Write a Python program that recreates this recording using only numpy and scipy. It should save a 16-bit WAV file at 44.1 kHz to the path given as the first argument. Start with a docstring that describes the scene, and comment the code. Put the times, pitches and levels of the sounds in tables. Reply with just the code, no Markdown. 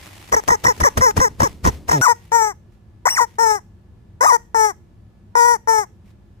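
"""A hand squeezes a rubber squawking toy close to a phone in a quiet shop, where ventilation rumbles.
First come nine quick pumps: air shakes a reed (a thin flap) and the toy's neck acts as its horn,
while the rubber snaps and puffs from the mouth hit the microphone. After a short low flutter, three
slow, hard pushes drive the reed up to a squeal; a last, gentle one holds a low note. After every push
the toy refills with air, which sounds the reed again in a squawk that sags in pitch."""
import sys
import numpy as np
from scipy import signal
from scipy.fft import rfft, irfft
from scipy.io import wavfile
from scipy.ndimage import uniform_filter1d, minimum_filter1d

SR = 44100
rng = np.random.default_rng(int(sys.argv[2]) if len(sys.argv) > 2 else 0)


def to_wav(sig):
    """Store sig (one row per channel, or 1-D mono) as 16-bit WAV at the path in sys.argv[1].

    Samples outside -1..1 are clipped; the rate is SR.
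    """
    pcm = np.clip(np.atleast_2d(sig), -1, 1) * 32767
    pcm = np.round(pcm).astype(np.int16)
    wavfile.write(sys.argv[1], SR, pcm.T)  # frames by channels


N = 282240
T = np.arange(N) / SR
HZ = np.fft.rfftfreq(N, 1 / SR)
HIGHEST_HZ = 15500

# The quick pumps: (push start [s], push end [s], refill start [s], refill end [s], push top pitch [Hz],
# push level [dB], chirp level [dB], refill top pitch [Hz], refill level [dB], puff level [dB])
QUICK_PUMPS = [(0.32, 0.352, 0.363, 0.402, 644, 0, -0.5, 450, -5.5, -24.5),
               (0.481, 0.515, 0.515, 0.558, 1661, -2.5, -1, 481, -3, -21),
               (0.646, 0.678, 0.678, 0.726, 1900, -2.5, -0.5, 503, -2.5, -20.5),
               (0.803, 0.848, 0.845, 0.889, 2886, -5, -3, 573, 5, -21.5),
               (0.968, 1.023, 1.016, 1.114, 3400, -7, -11.5, 514.8, -0.5, -15.5),
               (1.167, 1.213, 1.21, 1.285, 3410, -4.5, -13, 520, -1.5, -14.5),
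               (1.401, 1.425, 1.429, 1.478, 3036, -3, -16.5, 564, -2, -13.5),
               (1.648, 1.667, 1.670, 1.700, 2400, -4.5, -13.5, 522, -5.5, -11),
               (1.887, 1.924, 1.926, 1.985, 2900, -2, -12.5, 468, -6.5, -29.5)]


def reed(t, hz, drive_db, rough, hiss, jitter=.02, waver=0.0042, shimmer=0.59, throb_db=1.27):
    """The reed slaps shut once a cycle and lets air hiss through while open. Gives (start, sound)."""
    # a rough reed misses its beat and slaps unevenly
    wander = jitter * rough * drift(len(t), span_s=0.0012) + waver * drift(len(t), span_s=0.0032)
    angle = 2 * np.pi * np.cumsum(hz * (1 + wander)) / SR
    slaps = sum(np.cos(k * angle) * np.clip((HIGHEST_HZ - k * hz) / hz + 1, 0, 1) for k in range(1, 42))
    slaps *= 1 + shimmer * rough * drift(len(t), span_s=0.00055)
    # in mid-squeal strong and weak slaps take turns, adding tones between the overtones
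    limp = 0.15 * np.exp(-np.log2(hz / 1200) ** 2 / 0.46)
    slaps *= 1 + limp * np.cos(angle / 2)
    # high pressure swings the reed widely, which strengthens its lowest tone
    slaps += 0.46 * np.clip(hz / 600 - 1, 0, 1) * np.cos(angle)
    slaps *= (hz / 470) ** 0.72  # a faster reed slaps harder
    air = hiss * (1 - np.cos(angle)) * rng.standard_normal(len(t))
    return t[0], amp(drive_db + throb_db * drift(len(t), span_s=0.011)) * (slaps + air)


def quick_pumps(rest_hz=470, last_hz=412, choke_db=14, rise_db=5, fade_db=13, level_db=-6):
    """Pressure rises and falls in each push, choking the reed at its peak; the refill then sags."""
    out = np.zeros(N)
    for start, stop, refill_start, end, top_hz, push_db, _, refill_hz, refill_db, _ in QUICK_PUMPS:
        t = np.arange(start, stop, 1 / SR)
        progress = np.linspace(0, 1, len(t))
        hz = rest_hz * (top_hz / rest_hz) ** (np.sin(np.pi * progress * .93) ** 2)
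        drive_db = push_db + rise_db * (progress - .5) - choke_db * (hz / 2000) ** 1.7
        _, push = reed(t, hz, drive_db, rough=1.3, hiss=2.6)
        add(out, start, push * signal.windows.tukey(len(t), .35))

        t = np.arange(refill_start, end, 1 / SR)
        age, progress = t - refill_start, np.linspace(0, 1, len(t))
        suction = np.minimum(.5 + age / 0.014, 1) * np.minimum((1 - progress) / 0.62, 1) ** 2.2
        hz = last_hz + (refill_hz - last_hz) * suction
        _, refill = reed(t, hz, refill_db - fade_db * progress ** 1.2, rough=0.16, hiss=0.29)
        add(out, refill_start, refill * np.minimum(age / 0.003, 1) * signal.windows.tukey(len(t), .1))
    return amp(level_db) * out


def chirps(from_hz=2150, to_hz=1700, lead_s=.009, half_s=.007, level_db=-9):
    """As each quick push ends, the freed reed slides down through a pitch at which the neck rings."""
    out = np.zeros(N)
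    for _, stop, _, _, _, _, db, *_ in QUICK_PUMPS:
        t = stop - lead_s + np.arange(-half_s, half_s, 1 / SR)
        start, sound = reed(t, np.geomspace(from_hz, to_hz, len(t)), db, rough=0.35, hiss=1.5)
        add(out, start, sound * np.hanning(len(t)))
    return amp(level_db) * out


def squeals(level_db=-8.5, rest_hz=480, neck_hz=930, rasp_hz=680, attack_s=0.0049,
            fade_db=3, choke_db_per_octave=3, load_db=3):
    """A hard push bends the reed up to a clean squeal; it rasps on the way from its low note."""
    # Slow, hard pushes: (start [s], end [s], level [dB], fade-out [s], time of top pitch [s],
    # top pitch [Hz], climb time [s], steepness of climb, fall time [s])
    pushes = [(2.013, 2.136, 3.5, 0.06, 2.030, 1490, .03, 3, .033),
              (3.053, 3.256, 3, 0.099, 3.128, 2892, .046, 4.2, .048),
              (4.206, 4.372, 3.5, 0.054, 4.268, 1260, .014, 1, .034)]
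    out = np.zeros(N)
    for start, end, db, release_s, top_s, top_hz, climb_s, steepness, fall_s in pushes:
        t = np.arange(start, end, 1 / SR)
        # the pitch climbs, falls to the neck's own note, then lets go and drops to the resting note
        climb = rest_hz + (top_hz - rest_hz) * np.exp(-abs((t - top_s) / climb_s) ** steepness)
        fall = neck_hz + (top_hz - neck_hz) * np.exp(-abs((t - top_s) / fall_s) ** 3.4)
        hz = np.select([t < top_s, t < top_s + 1.6 * fall_s], [climb, fall], rest_hz)
        hz = uniform_filter1d(hz, size=128)
        # pressure chokes the reed, and the neck holds it back near the neck's own note
        choke_db = choke_db_per_octave * np.log2(hz / rest_hz)
        load = np.exp(-(np.log2(hz / neck_hz) / .12) ** 2)
        drive_db = db - fade_db * (t - start) / (end - start) - choke_db - load_db * load
        rasp = np.exp(-(np.log2(hz / rasp_hz) / 0.45) ** 2) * np.clip(hz / 60 - 8, 0, 1)
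        gain, bend = run_out(t, release_s, droop=0.17, droop_s=.01)
        hiss = 0.16 * (hz / rest_hz) ** 0.59
        _, sound = reed(t, hz * bend, drive_db, rough=0.31 + 0.8 * rasp, hiss=hiss)
        add(out, start, sound * gain * np.minimum((t - start) / attack_s, 1))
    return amp(level_db) * out


def squawks(level_db=8, sag_hz=40, overshoot_s=.036):
    """The toy springs back and sucks air in: the pitch swings up, then sags evenly as it fills."""
    # Slow refills: (start [s], end [s], pitch [Hz], overshoot [Hz], level [dB], fade-out [s])
    refills = [(2.315, 2.532, 456.1, 20, -20.5, .15), (3.381, 3.597, 451.9, 17.5, -20.5, 0.12),
               (4.544, 4.725, 453.2, -2, -19.5, .10), (5.672, 5.852, 455, 2, -19.5, 0.11)]
    out = np.zeros(N)
    for start, end, hz, overshoot_hz, db, release_s in refills:
        t = np.arange(start, end, 1 / SR)
        x = (t - start) / overshoot_s
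        spring = (x * np.exp(1 - x)) ** 2 - 1.4 * np.exp(-4 * x)
        sag = sag_hz * (t - start) / (end - start)
        add(out, *buzz(t, hz + overshoot_hz * spring - sag, db, release_s))
    return amp(level_db) * out


def held_note(start=5.352, end=5.571, release_s=0.042, level_db=5):
    """A push too gentle to bend the reed: it stays near its resting note."""
    # The course of the note: (time [s], pitch [Hz], level [dB])
    course = [(5.356, 482.5, -14.5), (5.364, 468.5, -16.5), (5.388, 484.2, -13), (5.408, 470.5, -10.5),
              (5.464, 478.6, -16), (5.545, 484.2, -20.5)]
    out, t = np.zeros(N), np.arange(start, end, 1 / SR)
    times, hz, db = np.transpose(course)
    add(out, *buzz(t, np.interp(t, times, hz), np.interp(t, times, db), release_s))
    return amp(level_db) * out


def buzz(t, hz, db, release_s, attack_s=0.0033, sputter_s=0.014, soft_hz=2500, sharpen_s=0.0093):
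    """In an even flow of air the reed sputters, buzzes, then sinks as the pressure runs out."""
    age = t - t[0]
    rough = 0.045 + 0.87 * np.exp(-age / sputter_s)
    gain, bend = run_out(t, release_s, droop=0.3, droop_s=0.015)
    start, sound = reed(t, hz * bend, db, rough, hiss=0.055)
    # the first slaps are soft and sharpen as the reed gets going
    soft = signal.sosfilt(signal.butter(1, soft_hz, fs=SR, output="sos"), sound)
    sound += (soft - sound) * np.exp(-age / sharpen_s)
    return start, sound * gain ** 1.1 * np.minimum(age / attack_s, 1)


def run_out(t, release_s, droop, droop_s):
    """As the air runs out the reed fades and its pitch droops. Gives (gain, pitch factor)."""
    left_s = t[-1] - t
    gain = np.sin(np.pi / 2 * np.minimum(left_s / release_s, 1))
    return gain, 1 - droop * np.exp(-left_s / droop_s)


def horn(sound, mouth_rings=False):
    """The neck rings at its own pitches, whatever the reed plays; blowing out can ring the mouth too."""
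    # Where the neck and the open mouth ring: (frequency [Hz], width [Hz], level [dB])
    neck = [(444, 300, -18.5), (945.6, 168.7, 2.5), (1570, 900, -21.5), (1923, 42, -19.5),
            (2400, 260, -50.5), (5602, 370, -22.5), (6133, 390, -18.5), (6630, 450, -24), (7640, 1410, -15),
            (9600, 320, -22.5), (11800, 360, -33.5), (13700, 1200, -51.5), (14800, 440, -36)]
    mouth = [(1810, 150, -19.5), (4700, 97, -29.5), (9800, 300, -20)]
    s, ringing = 1j * HZ, 0
    for hz, width, db in (neck + mouth if mouth_rings else neck):
        ringing += amp(db) * s * width / (s * s + s * width + hz * hz)
    # The neck lets out little bass and has a dead band in the middle: (frequency [Hz], level [dB])
    outlet = [(100, -5), (400, 6.5), (2000, 1), (2400, -12.5), (2900, -22.5), (4400, -7), (5200, 5.5),
              (8700, -13), (9400, -21), (10500, -10), (12200, -23), (13500, -5.5), (15000, -10)]
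    return irfft(rfft(sound) * ringing * causal(read(outlet, HZ)), N)


def microphones(sound):
    """The right microphone hears the toy later and mostly weaker, depending on where it is held."""
    # Right against left, with the toy near, to one side and at arm's length:
    # (frequency [Hz], level [dB], lag [radians])
    near = [(470, -1, 1.3), (940, -3.5, 3.18), (1320, -7, 3.34), (1900, 5.5, 2.34), (2400, -8, 2.8),
            (5940, -1, 4.34), (7320, -5.5, 8.75), (15000, -4.5, 11.5)]
    aside = [(470, -4.5, 2), (950, -10.5, 1.8), (1400, -7.5, 1.9), (1900, -1, 2), (5700, -4.5, 3.76),
             (7540, -3.5, 4.87), (10570, -1.5, 9), (15000, -9, 12)]
    far = [(460, -12, 0.79), (950, -8.5, 2.5), (1420, -1, 2.28), (1900, -5.5, 2.18), (4030, -10, 3.97),
           (5190, -9.5, 5.34), (7100, -11.5, 3.8), (10400, -1.5, 7.17), (14800, -8.5, 11.9)]
    right = 0
    for place, start, end in [(near, 0, 2.005), (aside, 2.005, 3.32), (far, 3.32, 7)]:
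        response = amp(read(place, HZ)) * np.exp(-1j * read(place, HZ, column=2))
        right += irfft(rfft(sound * (T >= start) * (T < end)) * response, N)
    return np.array([sound, right])


def reflections(pair, sway_s=.00005, above_hz=3000):
    """Small close surfaces throw back the treble; its tone shifts as the hand moves."""
    # Echoes off the hand and phone: (delay [s], level [dB])
    echoes = [(.0007, -5), (.0016, -18), (.0029, -8)]
    treble = signal.sosfilt(signal.butter(2, above_hz, "high", fs=SR, output="sos"), pair)
    out = np.zeros((2, N))
    for side in range(2):
        for delay, db in echoes:
            sway = sway_s * drift(N, span_s=0.14)
            out[side] += amp(db) * np.interp(T - delay - sway, T, treble[side])
    return out


def puffs(travel_s=0.022, half_s=0.014, wake_db=-19, wake_s=0.12):
    """Each quick jet of air thumps the microphone and leaves a short swirling wake."""
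    # The tone of air hitting the microphone: (frequency [Hz], level [dB])
    thump_tone = [(20, -14), (50, -6), (72, 3.5), (105, -6), (150, -9.5), (300, -13.5), (600, -25),
                  (1500, -38.5), (5000, -41), (15000, -51.5)]
    level = 0
    for start, *_, db in QUICK_PUMPS:
        arrival = start + travel_s
        wake = amp(wake_db) * (T > arrival) * np.exp(-abs(T - arrival) / wake_s)
        level += amp(db) * (hump(arrival, half_s) + wake)
    return level * noise(thump_tone, likeness=0.84)


def rubber_snaps(rise_share=0.31):
    """The rubber snaps as it buckles under the fingers, each time a tiny burst of noise."""
    # The snaps: (time [s], level [dB], decay [s])
    snaps = [(0.296, -39, 0.0046), (0.323, -26, 0.0091), (0.438, -30.5, 0.0017), (0.48, -15.5, 0.0047),
             (0.643, -18.5, 0.0086), (0.779, -38, 0.0081), (0.804, -17.5, 0.0053), (0.976, -13.5, 0.0048),
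             (1.11, -28.5, 0.0046), (1.169, -19.5, 0.0087), (1.403, -21.5, 0.01), (1.646, -24, 0.013),
             (1.885, -28, 0.011), (1.916, -21, 0.018), (2.013, -17.5, 0.0015), (2.319, -32, 0.0051)]
    # Their tone: (frequency [Hz], level [dB])
    snap_tone = [(100, 0.5), (500, 6.5), (2000, -2), (3500, -9), (6000, -5), (9000, -12), (15000, -14.5)]
    level, age = np.zeros(N), np.arange(-.05, .15, 1 / SR)
    for time, db, decay in snaps:
        burst = np.exp(-abs(age) / np.where(age > 0, decay, rise_share * decay))
        add(level, time + age[0], amp(db) * burst)
    return level * noise(snap_tone, likeness=0.19) * amp([[1.5], [-1.5]])  # louder on the left


def finger_rustle(grain_db=2.5, level_db=-44, fade_db_per_s=13, stop_s=1.7):
    """Fingers rub the rubber: a grainy rustle dies away as the grip settles and returns as it shifts."""
    # Shifts of grip: (time [s], half length [s], level [dB])
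    rubs = [(0.814, 0.075, -49), (1.478, 0.035, -46.5), (1.733, 0.028, -45.5), (1.974, 0.047, -41.5),
            (2.245, 0.082, -57.5), (2.74, 0.027, -68.5), (3.319, 0.054, -60), (6.088, 0.027, -62.5)]
    # The tone of rubbing: (frequency [Hz], level [dB])
    rub_tone = [(180, -33.5), (300, 5), (398, -6), (828, -1), (1560, -6), (2030, -1), (3950, -7),
                (12900, -15.5), (16000, -18.5)]
    settling = amp(level_db - fade_db_per_s * T) * (T < stop_s)
    shifting = sum(amp(db) * hump(time, half_s) for time, half_s, db in rubs)
    grain = amp(grain_db * drift(N, span_s=0.0029))
    return (settling + shifting) * grain * noise(rub_tone, likeness=0.31)


def flutter(start=1.925, end=2.015, from_hz=165, to_hz=122, attack_s=0.0097, release_s=0.0021):
    """A low flutter swells and slows, then stops as the first squeal begins."""
    hz = np.interp(T, [start, end], [from_hz, to_hz])
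    wobble = 0.014 * unit(uniform_filter1d(rng.standard_normal(N), size=300))
    angle = 2 * np.pi * np.cumsum(hz * (1 + wobble)) / SR
    tone = sum(np.sin(k * angle) / k ** 1.16 for k in range(1, 6))
    swell = np.clip(np.minimum((T - start) / attack_s, (end - T) / release_s), 0, 1)
    return amp(-21) * unit(tone) * swell


def shop_echo(sound, level_db=-27, echoes_per_s=3000):
    """Full shelves return a weak tail of scattered echoes."""
    # How long the shop rings: (frequency [Hz], time to fade by 60 dB [s])
    fade_times = [(200, 0.48), (1000, 0.18), (2000, 0.32), (6000, 0.31), (14000, 0.38)]
    echoes = rng.standard_normal((2, SR)) * (rng.random((2, SR)) < echoes_per_s / SR) * (T[:SR] > .006)
    hz, t, bands = signal.stft(echoes, SR, nperseg=256)
    fade = amp(-60 * t / read(fade_times, hz)[:, None])
    _, tail = signal.istft(bands * fade, SR, nperseg=256)
    tail /= np.linalg.norm(tail[0])
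    return amp(level_db) * signal.fftconvolve(sound[None], tail, axes=1)[:, :N]


def ventilation(rumble_db=-47, whine_hz=1720, whine_db=-77):
    """The ventilation rumbles, with a thin steady whine."""
    # The tone of the rumble: (frequency [Hz], level [dB])
    rumble_tone = [(12, -64), (20, -20), (43, -5.5), (107, 1.5), (138, -11.5), (204, -6.5), (277, -22),
                   (347, -13.5), (377, -20), (410, -23.5), (558, -26), (949, -30.5), (1610, -38),
                   (2910, -42.5), (16000, -57.5)]
    # How alike it is on the left and right: (frequency [Hz], likeness [0 to 1])
    likeness = [(100, 0.91), (300, 0.84), (800, .2), (8000, 0.08)]
    rumble = amp(rumble_db) * noise(rumble_tone, read(likeness, HZ))
    return rumble + amp(whine_db) * np.sin(2 * np.pi * whine_hz * T)


def amp(db):
    """Turns decibels into a factor to multiply by."""
    return 10 ** (np.asarray(db) / 20)


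def unit(x):
    """Scales a signal to an average power of one."""
    return x / np.sqrt(np.mean(x ** 2) + 1e-20)


def read(table, hz, column=1):
    """Looks up a table between its rows, with frequency spaced in octaves."""
    columns = np.transpose(table)
    return np.interp(np.log(hz + 1), np.log(columns[0] + 1), columns[column])


def add(mix, start_s, sound):
    """Mixes a sound in at its start time."""
    part = mix[round(start_s * SR):][:len(sound)]
    part += sound[:len(part)]


def noise(tone, likeness):
    """Stereo noise with a given tone; a likeness of one makes both sides the same."""
    left, other = rfft(rng.standard_normal((2, N)))
    right = likeness * left + np.sqrt(1 - likeness ** 2) * other
    return unit(irfft(np.array([left, right]) * amp(read(tone, HZ)), N))


def drift(count, span_s):
    """A smooth random wander of size about one that changes over span_s."""
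    width = max(int(span_s * SR), 1)
    steps = rng.standard_normal(count + 8 * width)
    return unit(uniform_filter1d(uniform_filter1d(steps, width), width))[:count]


def hump(time, half_s):
    """A smooth swell of height one around the given time."""
    return np.exp(-((T - time) / half_s) ** 2 / 2)


def causal(db):
    """A filter with the given levels that never rings before the sound arrives (minimum phase)."""
    cepstrum = irfft(np.log(amp(db)), N)
    forward_only = 1 + np.sign(N / 2 - np.arange(N))
    return np.exp(rfft(cepstrum * forward_only - cepstrum[0] * (T == 0)))


def scene():
    """The toy, its echoes, its air on the microphone, and the shop."""
    slow_pushes = horn(squeals() + held_note(), mouth_rings=True)
    voice = microphones(slow_pushes + horn(quick_pumps() + chirps() + squawks()))
    toy = voice + reflections(voice) + finger_rustle() + rubber_snaps()
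    return toy + shop_echo(toy[0]) + puffs() + flutter() + ventilation()


def record(dry):
    """Turns down any peak that is too loud for a moment, then cuts the highest treble."""
    allowed = np.minimum(1, .95 / (abs(dry).max(0) + 1e-9))
    gain = uniform_filter1d(minimum_filter1d(allowed, size=400), size=400)
    treble_cut = signal.firwin(255, HIGHEST_HZ, window=("kaiser", 9), fs=SR)
    return signal.oaconvolve(dry * gain, treble_cut[None], "same")


dry = scene()
out = record(dry)
to_wav(out)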